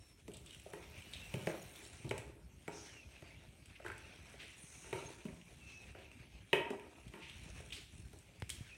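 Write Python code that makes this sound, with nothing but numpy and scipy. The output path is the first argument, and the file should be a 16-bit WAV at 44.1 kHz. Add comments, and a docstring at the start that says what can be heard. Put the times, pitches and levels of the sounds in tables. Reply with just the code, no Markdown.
"""A bare room, hand-held microphone close to some hard plastic things with something light moving among them.
Hollow knocks ring the modes of the plastic and the room answers; small edges tick. Sliding surfaces
rustle, scratch and now and then squeak, with a faint high tone and a fine crackle early on.
Soft bumps reach the microphone through its case, over a low room rumble and a thin hiss."""
import sys
import numpy as np
from scipy import signal
from scipy.fft import rfft, irfft, next_fast_len
from scipy.io import wavfile
from scipy.ndimage import uniform_filter1d, map_coordinates

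SR = 44100
rng = np.random.default_rng(int(sys.argv[2]) if len(sys.argv) > 2 else 0)


def unload_wav(signal):
    """Save mono or channel-first audio to the path in sys.argv[1] as 16-bit WAV at rate SR, clipped to [-1, 1]."""
    wavfile.write(
        sys.argv[1],
        SR,
        np.round(np.clip(np.atleast_2d(signal).T, -1, 1) * 32767).astype(np.int16),
    )


N = 386757

# Noise spectra of the background, the room wash and the sliding surfaces: frequency_hz, level_db
RUMBLE_SPECTRUM = [(13, -60), (22, -26), (54, 6), (87, -0.5), (126, -5), (177, -10.5), (400, -23),
                   (520, -106), (880, -120)]
HISS_SPECTRUM = [(150, -42), (250, -4.5), (373, -15), (407, -31), (640, -41), (1100, -35), (7060, -24.5),
                 (8400, -20.5), (14200, -32.5), (16000, -45)]
WASH_SPECTRUM = [(120, -34), (200, -6), (329, 3), (445, 4), (545, -2), (863, -10), (1800, -14), (2340, -43),
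                 (3960, -120)]
SCRAPE_SPECTRUM = [(710, -6.5), (1200, -13.5), (1630, -8.5), (1880, -7.5), (2340, -0.5), (2740, -2.5),
                   (2960, -6.5), (5000, -16.5), (6500, -16), (11000, -120)]
SWISH_SPECTRUM = [(2470, -3), (4200, -1), (4830, -23), (5490, 0.5), (6540, -3.5), (7190, -1.5),
                  (8170, -1.5), (9140, 0.5), (10800, -10), (15100, -35), (16000, -4)]
# Decay of the bare room: frequency_hz, t60_s
ROOM_DECAY = [(120, 0.66), (400, 0.33), (1000, 0.72), (3000, 0.49), (8000, 0.34)]
# Bumps through the microphone case: start_s, peak_db, pitch_hz
CASE_BUMPS = [(2, -44, 117), (3.486, -49, 115), (4.097, -53, 178), (4.639, -44.5, 151), (5.051, -44, 118),
              (5.905, -50, 72), (6.202, -42, 112), (7.067, -42, 131), (7.354, -43, 69.6), (7.461, -42, 154),
              (7.497, -38, 55.6), (7.53, -42, 55), (8.424, -30.5, 98), (8.608, -34, 107)]
# Course of the fine crackle: time_s, level_db
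CRACKLE_LEVELS = [(0.3, -90), (0.45, -84), (1.4, -69), (1.78, -70), (1.95, -90)]
# Course of the faint high tone: time_s, pitch_hz, level_db
WHISTLE_PATH = [(0.002, 5470, -72), (0.144, 5400, -74), (0.22, 5320, -92)]
# Thin unsteady squeaks: start_s, length_s, first_hz, last_hz, level_db, waver_share
SQUEAK_GLIDES = [(1.024, 0.11, 2870, 2960, -65.5, 0.015), (1.13, 0.21, 2600, 2760, -61, 0.0154),
                 (2.878, 0.19, 3160, 2390, -62, 0.025), (5.608, .27, 2686, 2520, -56, 0.017),
                 (8.692, 0.076, 2610, 2530, -56.5, 0.029)]
# Very short clean chirps: start_s, length_s, first_hz, last_hz, level_db
CHIRP_GLIDES = [(1.612, 0.022, 6700, 6750, -61), (4.575, 0.02, 6800, 6850, -59),
                (4.615, 0.026, 9650, 9000, -64), (5.053, 0.035, 6630, 6280, -56.5)]
# Course of the sliding: time_s, scrape_db, swish_db
SLIDE_LEVELS = [(0.0, -73.5, -66.5), (0.3, -72.5, -83), (0.5, -74, -64), (0.85, -60.5, -68.5),
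                (1.29, -58, -60.5), (1.83, -62, -61), (2.27, -65.5, -67), (2.39, -78, -95),
                (2.66, -70, -70), (2.86, -59, -60.5), (3.05, -65, -77), (3.3, -62.5, -71), (3.55, -70, -81),
                (4.15, -58.5, -66.5), (4.59, -68, -65.5), (5.03, -58, -59.5), (5.3, -68.5, -72),
                (5.81, -62.5, -68), (6.28, -67, -81), (7.17, -66.5, -72), (7.38, -63, -64),
                (8.2, -71.5, -67.5), (8.32, -67, -75), (8.77, -62.5, -67.5)]
# Single scratching strokes, and one dry snap on the case at 8.421 s: start_s, rise_s, t60_s, level_db,
# centre_hz, width_hz
STROKES = [(0.335, .006, 0.33, -60, 3270, 2000), (0.334, 0.0041, 0.091, -57.5, 8200, 2520),
           (0.448, 0.035, 0.49, -62, 3040, 1500), (1.134, 0.0032, 0.16, -52, 3300, 990),
           (2.708, 0.076, 0.93, -57.5, 5800, 1610), (3.749, 0.016, 0.057, -56.5, 2530, 1200),
           (3.852, 0.014, 0.34, -57.5, 2200, 2500), (4.385, 0.024, 0.74, -53, 2440, 1780),
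           (4.55, 0.07, 2.7, -63, 8940, 1600), (4.581, 0.21, 2.4, -63.5, 6300, 1300),
           (5.62, 0.13, 0.45, -68.5, 5970, 1410), (7.201, 0.038, 0.99, -54.5, 2560, 1320),
           (7.723, 0.0044, 0.47, -48, 3030, 2600), (7.712, 0.038, 0.28, -59.5, 8100, 3000),
           (8.421, 0.0018, 0.0091, -39.5, 724, 2220), (8.501, 0.0035, 0.62, -58, 4930, 6240)]
# Small edges touching: start_s, peak_db, pitch_hz, treble_db (against the mode at pitch_hz)
EDGE_TICKS = [(0.317, -48, 2800, -3), (0.3691, -42, 3030, 10), (0.462, -44, 2480, 2),
              (0.4817, -58, 3340, 0), (0.508, -42.5, 3040, -7), (0.529, -46, 2800, -7),
              (0.547, -41, 2900, -1), (0.598, -46, 2670, 1), (0.755, -52, 2700, -9), (1.022, -43, 2660, -6),
              (1.1355, -33, 3480, -11), (1.165, -44, 2780, -19), (1.499, -39, 1900, -26),
              (1.553, -59, 3500, 6), (1.759, -45.5, 3480, 1), (1.851, -45, 3750, -1),
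              (2.0927, -40, 3540, -1), (2.1797, -35, 2420, 3), (3.658, -46.5, 2500, -2.5),
              (3.847, -47, 2280, -18), (3.863, -35, 1560, -15), (3.882, -41, 2130, -7),
              (3.918, -40.5, 1610, -17), (3.966, -52, 2120, -23), (3.98, -47.5, 2250, 5),
              (4.929, -45, 3600, -8), (5.264, -49, 2700, -8.5), (5.285, -48, 2170, -20),
              (5.414, -49, 2500, -30), (6.1156, -48, 2440, -10), (6.797, -46, 2400, -11),
              (6.955, -56, 2360, -19.5), (7.08, -49, 3330, -3), (7.297, -42, 2900, -12),
              (7.547, -52, 2500, 2), (7.705, -44, 2920, -12), (7.723, -38, 2870, -16),
              (8.188, -49, 6600, 8), (8.4, -48, 2350, 0), (8.4935, -33.5, 2350, 2.5),
              (8.5013, -28, 3310, 4)]
# Hollow modes of the plastic in three groups, deep, middle and upper: frequency_hz, width_hz, level_db
HOLLOW_MODES = [
    [(334, 60, -1), (409.7, 33, 0)],
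    [(550, 55, 1.5), (626.5, 33, -1.5), (711, 70, -1)],
    [(900.6, 82, 2.5), (1243, 237, -3)],
]
# Stiff modes and thin-edge modes of the plastic: frequency_hz, width_hz, level_db
STIFF_MODES = [(1370, 130, 8), (1610, 120, 1), (1924, 120, 4.5), (2270, 140, 4), (2553, 143, 4.5),
               (3030, 210, 4.5), (3820, 440, -3.5)]
THIN_EDGE_MODES = [(5400, 4400, 10.5), (7870, 940, 3), (9100, 3500, 11), (15500, 1300, -17)]
# Low modes of a thud: pitch_multiple, width_hz, level_db
THUD_MODES = [(1, 34, 4), (1.5, 47, -10)]
# Blows on the plastic: start_s, level_db (peak of the deep modes; the other levels are relative to it),
# thud_db, middle_db, hardness_db, snap_db, room_db, thud_hz, stiff_hz (where stiff modes are favoured)
BLOWS = [(0.28, -44, -10, -18, -20.5, -19.5, -6.5, 192, 2840),
         (0.66, -51, -19, -2.5, -41, -36, -3, 178, 2240),
         (0.734, -41.5, -14, -16.5, -13.5, -20.5, -2.5, 181, 2110),
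         (1.34, -40, 2.5, -9, -8.5, -19, -2, 137, 3100),
         (1.471, -33, -6.5, -5, -10, -20.5, -5.5, 178, 2300),
         (2.046, -45.5, 4.5, -16, -19, -27, 3, 116.5, 2790),
         (2.11, -32.5, -20, -12, -10, -24, -5, 244, 2260),
         (2.679, -39, -10.5, -14.5, -9.5, -20.5, -5, 167, 1940),
         (3.222, -54, 0.5, -6, -8, -19, -12, 115, 2360), (3.8, -65, -4, 9, 0, -26, -5, 151, 1090),
         (3.848, -43, -14, -17, -13, -28, 2.5, 110, 1620), (3.9, -52.5, -28, -18, 3.5, -27, -14, 150, 1770),
         (4.339, -55, -24, -7, -12, -28, -19, 150, 2010), (4.842, -56, -21, -15, -9, -27, 6, 150, 1920),
         (4.928, -34, -15.5, -15, -12.5, -25, 1, 132, 2000),
         (5.253, -46, 5, -12.5, -16, -21.5, -2, 180.5, 2270),
         (5.949, -54.5, -2.5, -5.5, -6.5, -26, 2, 102, 1700),
         (6.53, -25, -16.5, -10.5, -4.5, -24.5, -1.5, 150, 3020),
         (6.704, -35, -9, -15, -19.5, -25, -5, 252, 2300), (7.137, -49, -9, -16, -8, -22, 2.5, 185, 2060),
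         (7.6, -53, -1, -7, -9.5, -29, -2, 91.5, 2050), (8.132, -53.5, -1, -18, -15.5, -15, -3, 94, 2390)]


def amp(db):
    """Gain of a level in dB."""
    return 10 ** (np.asarray(db) / 20)


def unit(x):
    """x at rms 1."""
    return x / np.sqrt(np.mean(x ** 2) + 1e-20)


def unit_attack(x):
    """x at rms 1 over its first 15 ms."""
    return x / np.sqrt(np.mean(x[:SR * 15 // 1000] ** 2))


def along(points, hz):
    """Reads (frequency_hz, value) points at hz, on a log frequency axis."""
    point_hz, values = np.transpose(points)
    return np.interp(np.log(hz + 1), np.log(point_hz + 1), values)


def curves(rows):
    """One value per sample for each column after time_s."""
    time_s, *columns = np.transpose(rows)
    return [np.interp(np.arange(N) / SR, time_s, column) for column in columns]


def wobble(rate_hz):
    """A smooth random curve with rate_hz knots a second."""
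    knots = rng.standard_normal(int(N * rate_hz / SR) + 4)
    return map_coordinates(knots, [np.arange(N) * rate_hz / SR])


def add(track, start_s, sound):
    """Mixes a sound in at start_s."""
    part = track[round(start_s * SR):][:len(sound)]
    part += sound[:len(part)]


def filtered(x, response):
    """x through a complex frequency response."""
    size = next_fast_len(len(x) + SR // 4)
    return irfft(rfft(x, size) * response(np.fft.rfftfreq(size, 1 / SR)), size)[:len(x)]


def resonance(hz, centre_hz, width_hz):
    """Band-pass response of one damped mode."""
    return 1j * hz * width_hz / (centre_hz ** 2 - hz ** 2 + 1j * hz * width_hz)


def rush(spectrum, patchy_db, grain_db):
    """Gritty noise of rms 1, with louder and softer patches across time and frequency."""
    grit = rng.standard_normal(N) * amp(grain_db * wobble(400))
    frames = signal.stft(grit, nperseg=512)[2]
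    patches = uniform_filter1d(rng.standard_normal(frames.shape), 6, axis=0)
    patches = uniform_filter1d(patches, 10, axis=1)
    patched = signal.istft(frames * amp(patchy_db * unit(patches)), nperseg=512)[1][:N]
    return unit(filtered(patched, lambda hz: amp(along(spectrum, hz))))


def tone(path, flutter_db, waver):
    """A sine along (time_s, pitch_hz, level_db) rows; its level flutters and its pitch wavers."""
    time_s, hz, db = np.transpose(path)
    t = np.arange(time_s[0], time_s[-1], 1 / SR)
    shake = lambda rate_hz: map_coordinates(rng.standard_normal(rate_hz), [(t - t[0]) * rate_hz])
    gate = np.clip(np.minimum(t - t[0], time_s[-1] - t) / 0.0057, 0, 1)
    pitch_hz = np.interp(t, time_s, hz) * (1 + waver * shake(300))
    level_db = np.interp(t, time_s, db) + flutter_db * shake(90)
    return np.sqrt(2) * gate * amp(level_db) * np.sin(2 * np.pi * np.cumsum(pitch_hz) / SR)


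def ring(modes, t, contact_s, rise_s, rattle=0.15):
    """Damped modes of alternating sign, struck once and then rattled by the contact; peak 1."""
    ringing = np.zeros(len(t))
    for k, (hz, width_hz, db) in enumerate(modes):
        strength = (-1) ** k * amp(db + rng.normal(0, 1.5))
        ringing += strength * np.exp(-np.pi * width_hz * t) * np.sin(2 * np.pi * hz * t)
    force = (t == 0) + rattle * rng.standard_normal(len(t)) * np.exp(-t / contact_s)
    sound = signal.fftconvolve(ringing * (1 - np.exp(-t / rise_s)), force)[:len(t)]
    return sound / np.abs(sound).max()


def room(x):
    """The room answers 8 ms late with a noise tail in which each frequency dies at its own speed."""
    hz, t, frames = signal.stft(rng.standard_normal(SR * 3 // 5), SR, nperseg=256)
    decay = amp(-60 * t / along(ROOM_DECAY, hz)[:, None])
    tail = signal.istft(frames * decay, SR, nperseg=256)[1]
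    return signal.fftconvolve(np.pad(x, (350, 0)), tail / np.linalg.norm(tail))


def room_tone():
    """A lumpy, slowly swaying rumble and a steady hiss lie behind everything."""
    lumps_db = 1.8 * wobble(14)
    sway_db = -1.5 * wobble(1.36)
    rumble = amp(-57 + sway_db + lumps_db) * rush(RUMBLE_SPECTRUM, patchy_db=2.5, grain_db=-3.0)
    hiss = amp(-74) * rush(HISS_SPECTRUM, patchy_db=4.5, grain_db=-1.0)
    return rumble + hiss


def handling_bumps():
    """The microphone case swings once or twice; a slower swing starts softer and lasts longer."""
    out, t = np.zeros(N), np.arange(SR // 8) / SR
    for start_s, peak_db, hz in CASE_BUMPS:
        cycles = t * hz
        swell = np.exp(-cycles / 0.77) * (1 - np.exp(-cycles / 0.083))
        add(out, start_s, amp(peak_db) * np.sin(2 * np.pi * cycles) * swell / swell.max())
    return out


def crackle(clicks_per_s=2800, spread_db=3.2):
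    """Dense tiny clicks of uneven size ring one broad, very high resonance."""
    level_db, = curves(CRACKLE_LEVELS)
    chance, size = rng.random((2, N))
    strength = amp(-spread_db * np.log(size + 1e-4))
    clicks = (chance < clicks_per_s / SR) * strength * rng.choice([-1, 1], N)
    band = filtered(clicks, lambda hz: resonance(hz, centre_hz=12700, width_hz=7500) ** 2)
    return amp(level_db) * unit(band)


def squeaks(peak_share=0.6, swell_db=9.5):
    """Sliding surfaces give raspy squeaks and clean chirps that glide evenly as they swell and fade."""
    out = np.zeros(N)
    chirps = [(*row, 0.004) for row in CHIRP_GLIDES]  # hardly any waver
    for start_s, length_s, first_hz, last_hz, db, waver in SQUEAK_GLIDES + chirps:
        glide = [(start_s, first_hz, db - swell_db),
                 (start_s + peak_share * length_s, first_hz + peak_share * (last_hz - first_hz), db),
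                 (start_s + length_s, last_hz, db - swell_db)]
        add(out, start_s, tone(glide, flutter_db=3.5, waver=waver))
    return out


def whistle():
    """One faint, clean high tone sinks a little and fades."""
    out = np.zeros(N)
    add(out, WHISTLE_PATH[0][0], tone(WHISTLE_PATH, flutter_db=1.0, waver=0.002))
    return out


def wash_and_rustle(tail_db=-19, rise_s=0.018, t60_s=0.89):
    """Surfaces slide with a scrape and a high swish over a hollow room wash, all wavering together."""
    wash_gain, t = np.full(N, amp(-76.5)), np.arange(SR) / SR
    tail = amp(tail_db - 60 * t / t60_s) * (1 - np.exp(-(t / rise_s) ** 2))
    for start_s, level_db, *_ in BLOWS:  # room reverberation lingers after each knock
        add(wash_gain, start_s, amp(level_db) * tail)
    modes, bypass = sum(HOLLOW_MODES, []), 0.25
    hollow = lambda hz: bypass + sum(resonance(hz, centre, width) for centre, width, _ in modes)
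    jolt = wobble(30)
    low_noise = rush(WASH_SPECTRUM, patchy_db=3.5, grain_db=-3.0)
    wash = wash_gain * amp(2.6 * jolt) * unit(filtered(low_noise, hollow))
    scrape_db, swish_db = curves(SLIDE_LEVELS)
    scrape = amp(scrape_db + 1.3 * jolt) * rush(SCRAPE_SPECTRUM, patchy_db=2.6, grain_db=1.6)
    swish = amp(swish_db + 1.5 * jolt) * rush(SWISH_SPECTRUM, patchy_db=2.8, grain_db=3.2)
    return wash + scrape + swish


def scratches():
    """Gritty noise in one steep resonance swells and fades with each stroke."""
    out, t = np.zeros(N), np.arange(2 * SR) / SR
    for start_s, rise_s, t60_s, level_db, centre_hz, width_hz in STROKES:
        noise = rng.standard_normal(len(t))
        grain_db = 0.73 * np.repeat(rng.standard_normal(len(t) // 100), 100)
        band = unit(filtered(noise * amp(grain_db), lambda hz: resonance(hz, centre_hz, width_hz) ** 2))
        swell = np.sin(np.pi / 2 * np.minimum(t / rise_s, 1))
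        fade = amp(-60 * np.maximum(t - rise_s, 0) / t60_s)
        add(out, start_s, amp(level_db) * swell * fade * band)
    return out


def ticks(room_db=-6):
    """Short contacts close by ring two broad modes and the thin edges for a few milliseconds."""
    out, t = np.zeros(N), np.arange(SR // 40) / SR
    for start_s, peak_db, pitch_hz, treble_db in EDGE_TICKS:
        modes = [(pitch_hz, 500, 0), (1.21 * pitch_hz, 700, -5)]
        modes += [(hz, width, db + treble_db) for hz, width, db in THIN_EDGE_MODES]
        tick = amp(peak_db) * ring(modes, t, contact_s=0.0055, rise_s=0.00018, rattle=0.12)
        add(out, start_s, tick)
        add(out, start_s, amp(room_db) * room(tick))
    return out


def knocks(octave_loss_db=16, far_width_ratio=0.93, far_db=-2.5):
    """Blows near the microphone ring the plastic, brighter when they are hard, and the room answers."""
    out, t = np.zeros(N), np.arange(SR // 8) / SR
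    deep, middle, upper = HOLLOW_MODES
    strike = lambda modes, **contact: unit_attack(ring(modes, t, **contact))
    for start_s, level_db, thud_db, middle_db, hardness_db, snap_db, room_db, thud_hz, stiff_hz in BLOWS:
        thud = [(multiple * thud_hz, width, db) for multiple, width, db in THUD_MODES]
        stiff = [(hz, width, db - octave_loss_db * np.log2(hz / stiff_hz) ** 2)
                 for hz, width, db in STIFF_MODES]
        upper_db = -13.5 + 0.74 * hardness_db - 0.5 * middle_db  # loses as the middle modes gain
        body = ring(deep, t, contact_s=0.0046, rise_s=0.00035)
        body += amp(middle_db) * strike(middle, contact_s=0.000097, rise_s=0.0003)
        body += amp(upper_db) * strike(upper, contact_s=0.008, rise_s=0.001)
        body += amp(thud_db) * strike(thud, contact_s=0.0016, rise_s=0.0011)
        body += amp(snap_db) * strike(THIN_EDGE_MODES, contact_s=0.0056, rise_s=0.00004)
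        near = strike(stiff, contact_s=0.0031, rise_s=0.000099)
        # From across the room the stiff modes start softer and rattle less.
        stiff_far = [(hz, far_width_ratio * width, db) for hz, width, db in stiff]
        far = strike(stiff_far, contact_s=0.0017, rise_s=0.00075, rattle=0.047)
        add(out, start_s, amp(level_db) * (body + amp(hardness_db) * near))
        add(out, start_s, amp(level_db + room_db) * room(body + amp(hardness_db + far_db) * far))
    return out


def scene():
    """Everything that reaches the microphone, in mono."""
    foreground = knocks() + ticks() + scratches() + handling_bumps() + wash_and_rustle() + squeaks()
    return (foreground + whistle() + crackle() + room_tone())[None]


def record(dry):
    """The sound loses the deepest bass and the very top, with two narrow treble dips."""
    def response(hz, bass_hz=45, top_hz=15850):
        dip = lambda centre_hz, width_hz, depth: 1 - depth * np.exp(-((hz - centre_hz) / width_hz) ** 2)
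        low_cut = (1j * hz / (bass_hz + 1j * hz)) ** 3
        return (hz < top_hz) * low_cut * dip(7200, 220, 0.33) * dip(13400, 320, 0.36)
    return filtered(dry[0], response)[None]


dry = scene()
out = record(dry)
unload_wav(out)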